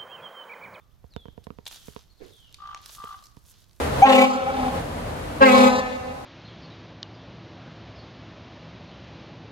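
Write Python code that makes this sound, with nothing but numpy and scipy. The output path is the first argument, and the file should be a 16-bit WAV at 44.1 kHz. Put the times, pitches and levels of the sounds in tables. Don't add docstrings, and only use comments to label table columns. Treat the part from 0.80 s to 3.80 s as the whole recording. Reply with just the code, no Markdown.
import sys
import numpy as np
from scipy import signal
from scipy.fft import rfft, irfft
from scipy.io import wavfile
from scipy.ndimage import uniform_filter1d

SR = 44100
rng = np.random.default_rng(int(sys.argv[2]) if len(sys.argv) > 2 else 0)


def put_to_file(sound):
    columns = np.atleast_2d(sound).T
    safe = np.clip(columns, -1, 1)
    whole_steps = np.round(safe * 32767)
    wavfile.write(sys.argv[1], SR, whole_steps.astype(np.int16))


N = 132300
TIME_S = np.arange(N) / SR

# frequency in Hz, left-right correlation.
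STEREO_LIKENESS = [(30, 0.56), (300, 0.64), (700, 0.99), (1500, 0.52), (4000, 0.77), (8000, 0.35),
                   (15000, 0.16)]
# frequency in Hz, time to fall 60 dB in seconds.
WOOD_DECAY = [(200, 0.4), (1200, 0.66), (4000, 0.72), (15000, 0.05)]
# frequency in Hz, gain in dB.
HISS_SPECTRUM = [(30, 12), (200, 6.5), (500, 1), (1200, -1.5), (2000, -5), (3500, -11), (6000, -12),
                 (9500, -28), (12500, -6.5), (16000, -22)]
# frequency in Hz, left gain in dB, right gain in dB.
RUMBLE_SPECTRUM = [(14.8, -15, -4.5), (45, -1, 3.5), (68, -10, 2), (121, -14.5, -2), (210, -20, -15),
                   (376, -56, -21.5), (1000, -69, -29), (16000, -88, -95)]
# time in seconds, crunch level in dB, crackle level in dB.
PAW_ENVELOPE = [(0, -77, -78.5), (.6, -73.5, -76), (.84, -69, -75.5), (.895, -65, -73), (.925, -45, -45.5),
                (.965, -48, -49), (1.0, -57.5, -57.5), (1.08, -54.5, -54), (1.19, -57.5, -64),
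                (1.27, -69.5, -73.5), (1.37, -72, -76), (1.45, -59.5, -65.5), (1.6, -63.5, -63),
                (1.7, -65, -76.5), (1.8, -67, -73.5), (1.989, -59, -74), (2.06, -53.5, -55.5),
                (2.15, -49, -46.5), (2.185, -57.5, -56.5), (2.32, -54, -58.5), (2.4, -60, -64.5),
                (2.455, -64, -60.5), (2.51, -72, -69.5), (2.62, -68, -69.5), (2.714, -58.5, -51),
                (2.735, -60.5, -68.5), (2.82, -62, -63.5), (2.86, -66, -71), (3.0, -71.5, -68)]
# frequency in Hz, gain in dB.
CRUNCH_SPECTRUM = [(100, -5), (600, -12.5), (1400, -3.5), (2200, -8.5), (3500, 0.5), (5000, -1.5),
                   (6800, -6.5), (9000, -23), (16000, -34)]
CRACKLE_SPECTRUM = [(100, -65), (3000, -31), (6000, -1.5), (8000, -2), (12500, -1), (16000, -11)]
# start in seconds, level in dB.
CAW_EVENTS = [(-.45, -30), (1.7851, -36.5), (2.1664, -36)]
# harmonic number, level in dB.
CROW_HARMONICS = [(2, -19.5), (3, -1), (4, -29), (5, -28), (8, -22.5)]
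# frequency in Hz, gain in dB.
RASP_SPECTRUM = [(300, -39), (800, -17), (1250, 8), (1600, -7.5), (2100, -22), (3200, -7), (5000, -25),
                 (15000, -60)]
# delay in seconds, gain in dB.
TRUNK_REFLECTIONS = [(.0075, -21), (0.028, -13.5)]
# start and length in seconds, level in dB, base pitch in Hz, echo in dB.
WHISTLE_NOTES = [(0.306, 0.18, -55.5, 3854, -8), (0.851, 0.23, -63.5, 3850, 0),
                 (1.484, 0.22, -63.5, 3680, 3)]
# start and length in seconds, level in dB, first, middle and last pitch in Hz.
CHIRP_NOTES = [(.01, 0.015, -68.5, 3820, 3530, 3530), (0.107, 0.019, -73.5, 2490, 3240, 3680),
               (1.294, 0.036, -62.5, 4000, 4400, 3660), (1.377, 0.026, -60, 4930, 3900, 3050),
               (1.452, 0.0162, -55, 4450, 3480, 2800), (1.522, 0.0167, -53.5, 3860, 3570, 3180)]
# start in seconds, relative level in dB, tilt in dB per octave.
KNOCK_EVENTS = [(0.2425, -27.5, -5), (0.3639, -20.5, 3.5), (0.456, -25.5, -1.5), (0.4839, -26, -1.5),
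                (0.5785, -24, -2.5), (0.6692, -25.5, 1.5), (0.7046, -22, -0.5), (0.787, -22, -0.5),
                (1.0835, -23, -.5), (1.1635, -23.5, 3), (2.2409, -31, 5.5), (2.57, -31, -1)]
# frequency in Hz, gain in dB.
CASE_LEFT_PATH = [(25, -91), (70, -8.5), (120, -22), (320, -16.5), (460, -17), (650, -22.5), (1100, -25.5),
                  (1500, -43), (2100, -34.5), (5000, -53.5), (15000, -88)]
CASE_RIGHT_PATH = [(25, -16.5), (62, -0.5), (110, -1.5), (210, 1), (300, -5.5), (350, -18.5), (410, 0),
                   (470, 0.5), (600, -11.5), (720, -10.5), (790, -28), (930, -9), (1250, -18.5),
                   (1550, -22.5), (3200, -30), (5000, -43.5), (15000, -67.5)]
# centre in Hz, Q.
FLEX_MODES = [(626, 2.3), (66, 0.62)]
# start in seconds, level in dB, decay in seconds, tilt in dB per octave,
# ring in Hz.
SNAP_EVENTS = [(.3378, -46, 0.0009, -4.5, 4270), (0.6398, -53, 0.0077, 4, 3180),
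               (0.8554, -39, 0.0012, 0, 6700), (0.863, -38, 0.0028, -2, 3540),
               (0.8659, -28.5, 0.0029, -3.5, 4170), (.8695, -38.5, 0.0027, 11, 4500),
               (0.8759, -41, 0.0075, -2.5, 3940), (0.8768, -30, 0.0018, 0.5, 11800),
               (0.8811, -38.5, 0.0026, 12, 6200), (0.9126, -36, 0.00093, -3, 6800),
               (.9285, -44, .0012, -7, 4960), (0.96, -43.5, 0.0027, -1, 7040),
               (1.0138, -53.5, 0.0011, 1, 6570), (1.072, -46, .001, 11, 6800),
               (1.191, -48.5, 0.0049, -6.5, 6140), (1.7261, -47, 0.0015, 5, 3450),
               (1.7432, -38, 0.0034, -1.5, 3550), (1.874, -43, 0.0014, -2, 4130),
               (1.947, -29.5, 0.0011, -6.5, 1470), (1.975, -37.5, 0.0011, -7, 2940),
               (1.9847, -41.5, 0.00064, -10, 3600), (2.016, -46.5, 0.0012, 15, 6500),
               (2.0277, -49, 0.00088, -2, 6000), (2.0601, -33, 0.0014, 2, 3450),
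               (2.098, -41, 0.0017, -5, 6160), (2.4248, -52, 0.0047, -4, 4930),
               (2.439, -50, 0.0088, 4, 5040), (2.456, -49, 0.0081, 3, 5850), (2.468, -48, 0.0028, 4, 5000),
               (2.567, -50.5, 0.0018, -0.5, 11460), (2.812, -66, 0.0014, -1, 6840),
               (2.9104, -53.5, 0.0021, -3, 4300), (2.932, -50.5, 0.00071, -1, 5300)]
# frequency in Hz, gain in dB.
TWIG_SPECTRUM = [(60, -22), (300, -30), (700, -3.5), (1700, -10), (3000, -4), (4200, -0.5), (6000, -6.5),
                 (9000, -9.5), (13000, -13.5), (16000, -34)]
# time in seconds, level in dB.
SCUFF_ENVELOPE = [(1.39, -87), (1.403, -49), (1.426, -37), (1.437, -43.5), (1.455, -44.5), (1.5, -53),
                  (1.57, -68.5), (1.62, -102.5)]
# frequency in Hz, left gain in dB, right gain in dB.
SCUFF_SPECTRUM = [(60, -36, -6.5), (198, -12, -11.5), (313, -23, 1.5), (448, -18, 3), (600, -24, -10.5),
                  (1060, -32, -22), (2240, -22, -30), (4000, -49, -50), (14600, -52, -60)]


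def amp(db):
    return 10 ** (np.asarray(db) / 20)


def unit(x):
    return x / np.sqrt(np.mean(x ** 2) + 1e-20)


def read(points, hz):
    points_hz, value = np.transpose(points)
    return np.interp(np.log(hz + 1), np.log(points_hz + 1), value)


def bins_hz(x):
    return np.fft.rfftfreq(x.shape[-1], 1 / SR)


def colour(x, points):
    return irfft(rfft(x) * amp(read(points, bins_hz(x))), x.shape[-1])


def minimum_phase(db):
    log_gain = np.log(amp(np.concatenate([db, db[-2:0:-1]])))
    return np.fft.ifft(np.exp(np.conj(signal.hilbert(log_gain)))).real


def add(mix, start_s, sound):
    part = mix[..., max(round(start_s * SR), 0):][..., :sound.shape[-1]]
    part += sound[..., :part.shape[-1]]


def wander(cutoff_hz):
    return unit(irfft(rfft(rng.standard_normal(N)) / (1 + (bins_hz(TIME_S) / cutoff_hz) ** 4), N))


def smooth_noise(count, width):
    return unit(uniform_filter1d(rng.standard_normal(count), size=width))


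def spread(pair):
    a, b = rfft(pair)
    likeness = np.clip(read(STEREO_LIKENESS, bins_hz(pair)), 0, 1)
    mid, side = a * np.sqrt((1 + likeness) / 2), b * np.sqrt((1 - likeness) / 2)
    return irfft(np.array([mid + side, mid - side]), pair.shape[-1])


def microphone_noise(spectrum):
    hz, *sides_db = np.transpose(spectrum)
    return unit(np.array([colour(rng.standard_normal(N), np.c_[hz, db]) for db in sides_db]))


def wood_echo(x, echoes_per_s=1500):
    taps = rng.standard_normal((2, SR)) * (rng.random((2, SR)) < echoes_per_s / SR)
    hz, t, frames = signal.stft(taps, SR, nperseg=256)
    tail = signal.istft(frames * amp(-60 * t / read(WOOD_DECAY, hz)[:, None]), SR)[1]
    return signal.fftconvolve(np.atleast_2d(x), tail / np.linalg.norm(tail[0]), axes=1)[:, :x.shape[-1]]


def background(hiss_db=-69.5, rumble_db=-58, lumps_db=2):
    hiss = amp(hiss_db) * unit(colour(spread(rng.standard_normal((2, N))), HISS_SPECTRUM))
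    return hiss + microphone_noise(RUMBLE_SPECTRUM) * amp(rumble_db + lumps_db * wander(cutoff_hz=38))


def leaf_litter(spectrum, level_db, grains_per_s=1500, size_spread_db=4.0, wash=0.7, flutter_db=1.5):
    sizes = amp(size_spread_db * np.minimum(rng.exponential(1, (2, N)), 5))
    signs = np.sign(rng.standard_normal((2, N)))
    grains = unit(sizes * signs * (rng.random((2, N)) < grains_per_s / SR))
    leaves = unit(colour(spread(grains + wash * rng.standard_normal((2, N))), spectrum))
    return leaves * amp(level_db + flutter_db * wander(cutoff_hz=31))


def bear_digging(left_db=-3, right_db=-1.5):
    times_s, crunch_db, crackle_db = np.transpose(PAW_ENVELOPE)
    crunch = leaf_litter(CRUNCH_SPECTRUM, np.interp(TIME_S, times_s, crunch_db))
    crackle = leaf_litter(CRACKLE_SPECTRUM, np.interp(TIME_S, times_s, crackle_db))
    return (crunch + crackle + twig_snaps()) * amp([[left_db], [right_db]])


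def caw(bursts=11, bursts_per_s=55.4, pitch_hz=393.8, rasp_db=-11.5):
    rise_s, hold_s, fall_s = 0.0016, 0.0086, 0.0019
    hurry_s, jitter_s = 0.0045, 0.00034
    onset_db, swell_s = -10.5, 0.02
    bend_depth, waver_depth, roughness = 0.056, 0.02, 0.043
    t = np.arange(SR // 4) / SR
    gate, bend = np.zeros((2, len(t)))
    for k in range(bursts):
        start_s = k / bursts_per_s - hurry_s * (1 - np.exp(-k / 2))
        age_s = np.maximum(t - start_s + jitter_s * rng.standard_normal(), 0)
        burst = np.minimum(age_s / rise_s, 1) * np.exp(-np.maximum(age_s - hold_s, 0) / fall_s)
        gate += burst * amp(onset_db * np.exp(-start_s / swell_s))
        bend += burst * (age_s / hold_s - .5)
    waver = smooth_noise(len(t), width=40)
    cycles = np.cumsum(pitch_hz * (1 + bend_depth * (bend - bend.mean()) + waver_depth * waver)) / SR
    tone = sum(amp(db) * np.sin(2 * np.pi * round(k) * cycles) for k, db in CROW_HARMONICS)
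    rasp = amp(rasp_db) * unit(colour(rng.standard_normal(len(t)), RASP_SPECTRUM))
    return gate * (tone * (1 + roughness * waver) + rasp)


def crow(right_lag_s=0.0001, echo_db=-8, flicker_depth=0.9):
    voice = np.zeros(N + SR)
    for start_s, db in CAW_EVENTS:
        add(voice, start_s + 1, amp(db) * caw())
    voice += sum(amp(db) * np.roll(voice, round(delay_s * SR)) for delay_s, db in TRUNK_REFLECTIONS)
    near = np.array([voice, np.roll(voice, round(right_lag_s * SR))])
    flicker = unit(1 + flicker_depth * np.resize(wander(cutoff_hz=55), len(voice)))
    return (near + amp(echo_db) * wood_echo(voice * flicker))[:, SR:]


def bird_note(pitch_hz, db):
    envelope = np.sqrt(np.sin(np.linspace(0, np.pi, len(pitch_hz))).clip(0))
    return amp(db) * envelope * np.sin(2 * np.pi * np.cumsum(pitch_hz) / SR)


def songbirds(swoop_hz=1404, swoop_s=0.018, sag_hz_per_s=4500, chirp_echo_db=-4, flutter_db=3.5):
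    song, echo_send = np.zeros((2, N))
    for start_s, length_s, db, base_hz, echo_db in WHISTLE_NOTES:
        t = np.arange(0, length_s, 1 / SR)
        note = bird_note(base_hz + swoop_hz * np.exp(-t / swoop_s) - sag_hz_per_s * t, db)
        add(song, start_s, note)
        add(echo_send, start_s, amp(echo_db) * note)
    for start_s, length_s, db, *pitches_hz in CHIRP_NOTES:
        parabola = np.polyfit([0, .5, 1], pitches_hz, 2)
        note = bird_note(np.polyval(parabola, np.linspace(0, 1, round(length_s * SR))), db)
        add(song, start_s, note)
        add(echo_send, start_s, amp(chirp_echo_db) * note)
    return song * unit(amp(flutter_db * wander(cutoff_hz=54))) + wood_echo(echo_send)


def case_flex(x, centre_hz, q):
    s = 1j * bins_hz(x) / centre_hz
    return irfft(rfft(x) * (s * s - s / q + 1) / (s * s + s / q + 1), len(x))


def case_knocks(gain_db=33, tilt_corner_hz=494, uneven_db=3, left_lag_s=0.0003):
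    out, hz = np.zeros((2, N)), np.fft.rfftfreq(4096, 1 / SR)
    octaves = np.log2(1 + hz / tilt_corner_hz)
    for start_s, db, tilt in KNOCK_EVENTS:
        touch_db = gain_db + db + tilt * octaves + uneven_db * smooth_noise(len(hz), width=30)
        add(out[0], start_s + left_lag_s, minimum_phase(read(CASE_LEFT_PATH, hz) + touch_db))
        add(out[1], start_s, minimum_phase(read(CASE_RIGHT_PATH, hz) + touch_db))
    return np.array([case_flex(side, *mode) for side, mode in zip(out, FLEX_MODES)])


def twig_snaps(rise_s=0.00008, ring_db=9, ring_octaves=0.23, uneven_db=3, gain=1.303, echo_db=-11):
    out, t = np.zeros((2, N)), np.arange(2048) / SR
    hz = bins_hz(t)
    for start_s, db, decay_s, tilt, ring_hz in SNAP_EVENTS:
        peak_db = ring_db / (1 + (np.log2((hz + 1) / ring_hz) / ring_octaves) ** 2)
        ripple_db = uneven_db * smooth_noise(len(hz), width=24)
        spectrum_db = read(TWIG_SPECTRUM, hz) + peak_db + ripple_db + tilt * np.log2(.2 + hz / 4000)
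        fibres = unit(colour(spread(rng.standard_normal((2, len(t)))), np.c_[hz, spectrum_db]))
        envelope = np.minimum(t / rise_s, 1) * np.exp(-t / decay_s)
        add(out, start_s, gain * amp(db) * fibres * envelope)
    return out + amp(echo_db) * wood_echo(out)


def case_scuff(trim_db=-1.5):
    level_db = np.interp(TIME_S, *np.transpose(SCUFF_ENVELOPE), left=-120, right=-120)
    return microphone_noise(SCUFF_SPECTRUM) * amp(level_db + trim_db)


def scene():
    return bear_digging() + crow() + songbirds() + case_knocks() + case_scuff() + background()


def record(dry):
    lowpass = signal.firwin(401, 16200, window=("kaiser", 9), fs=SR)
    return signal.oaconvolve(dry, lowpass[None], "same")


dry = scene()
out = record(dry)
put_to_file(out)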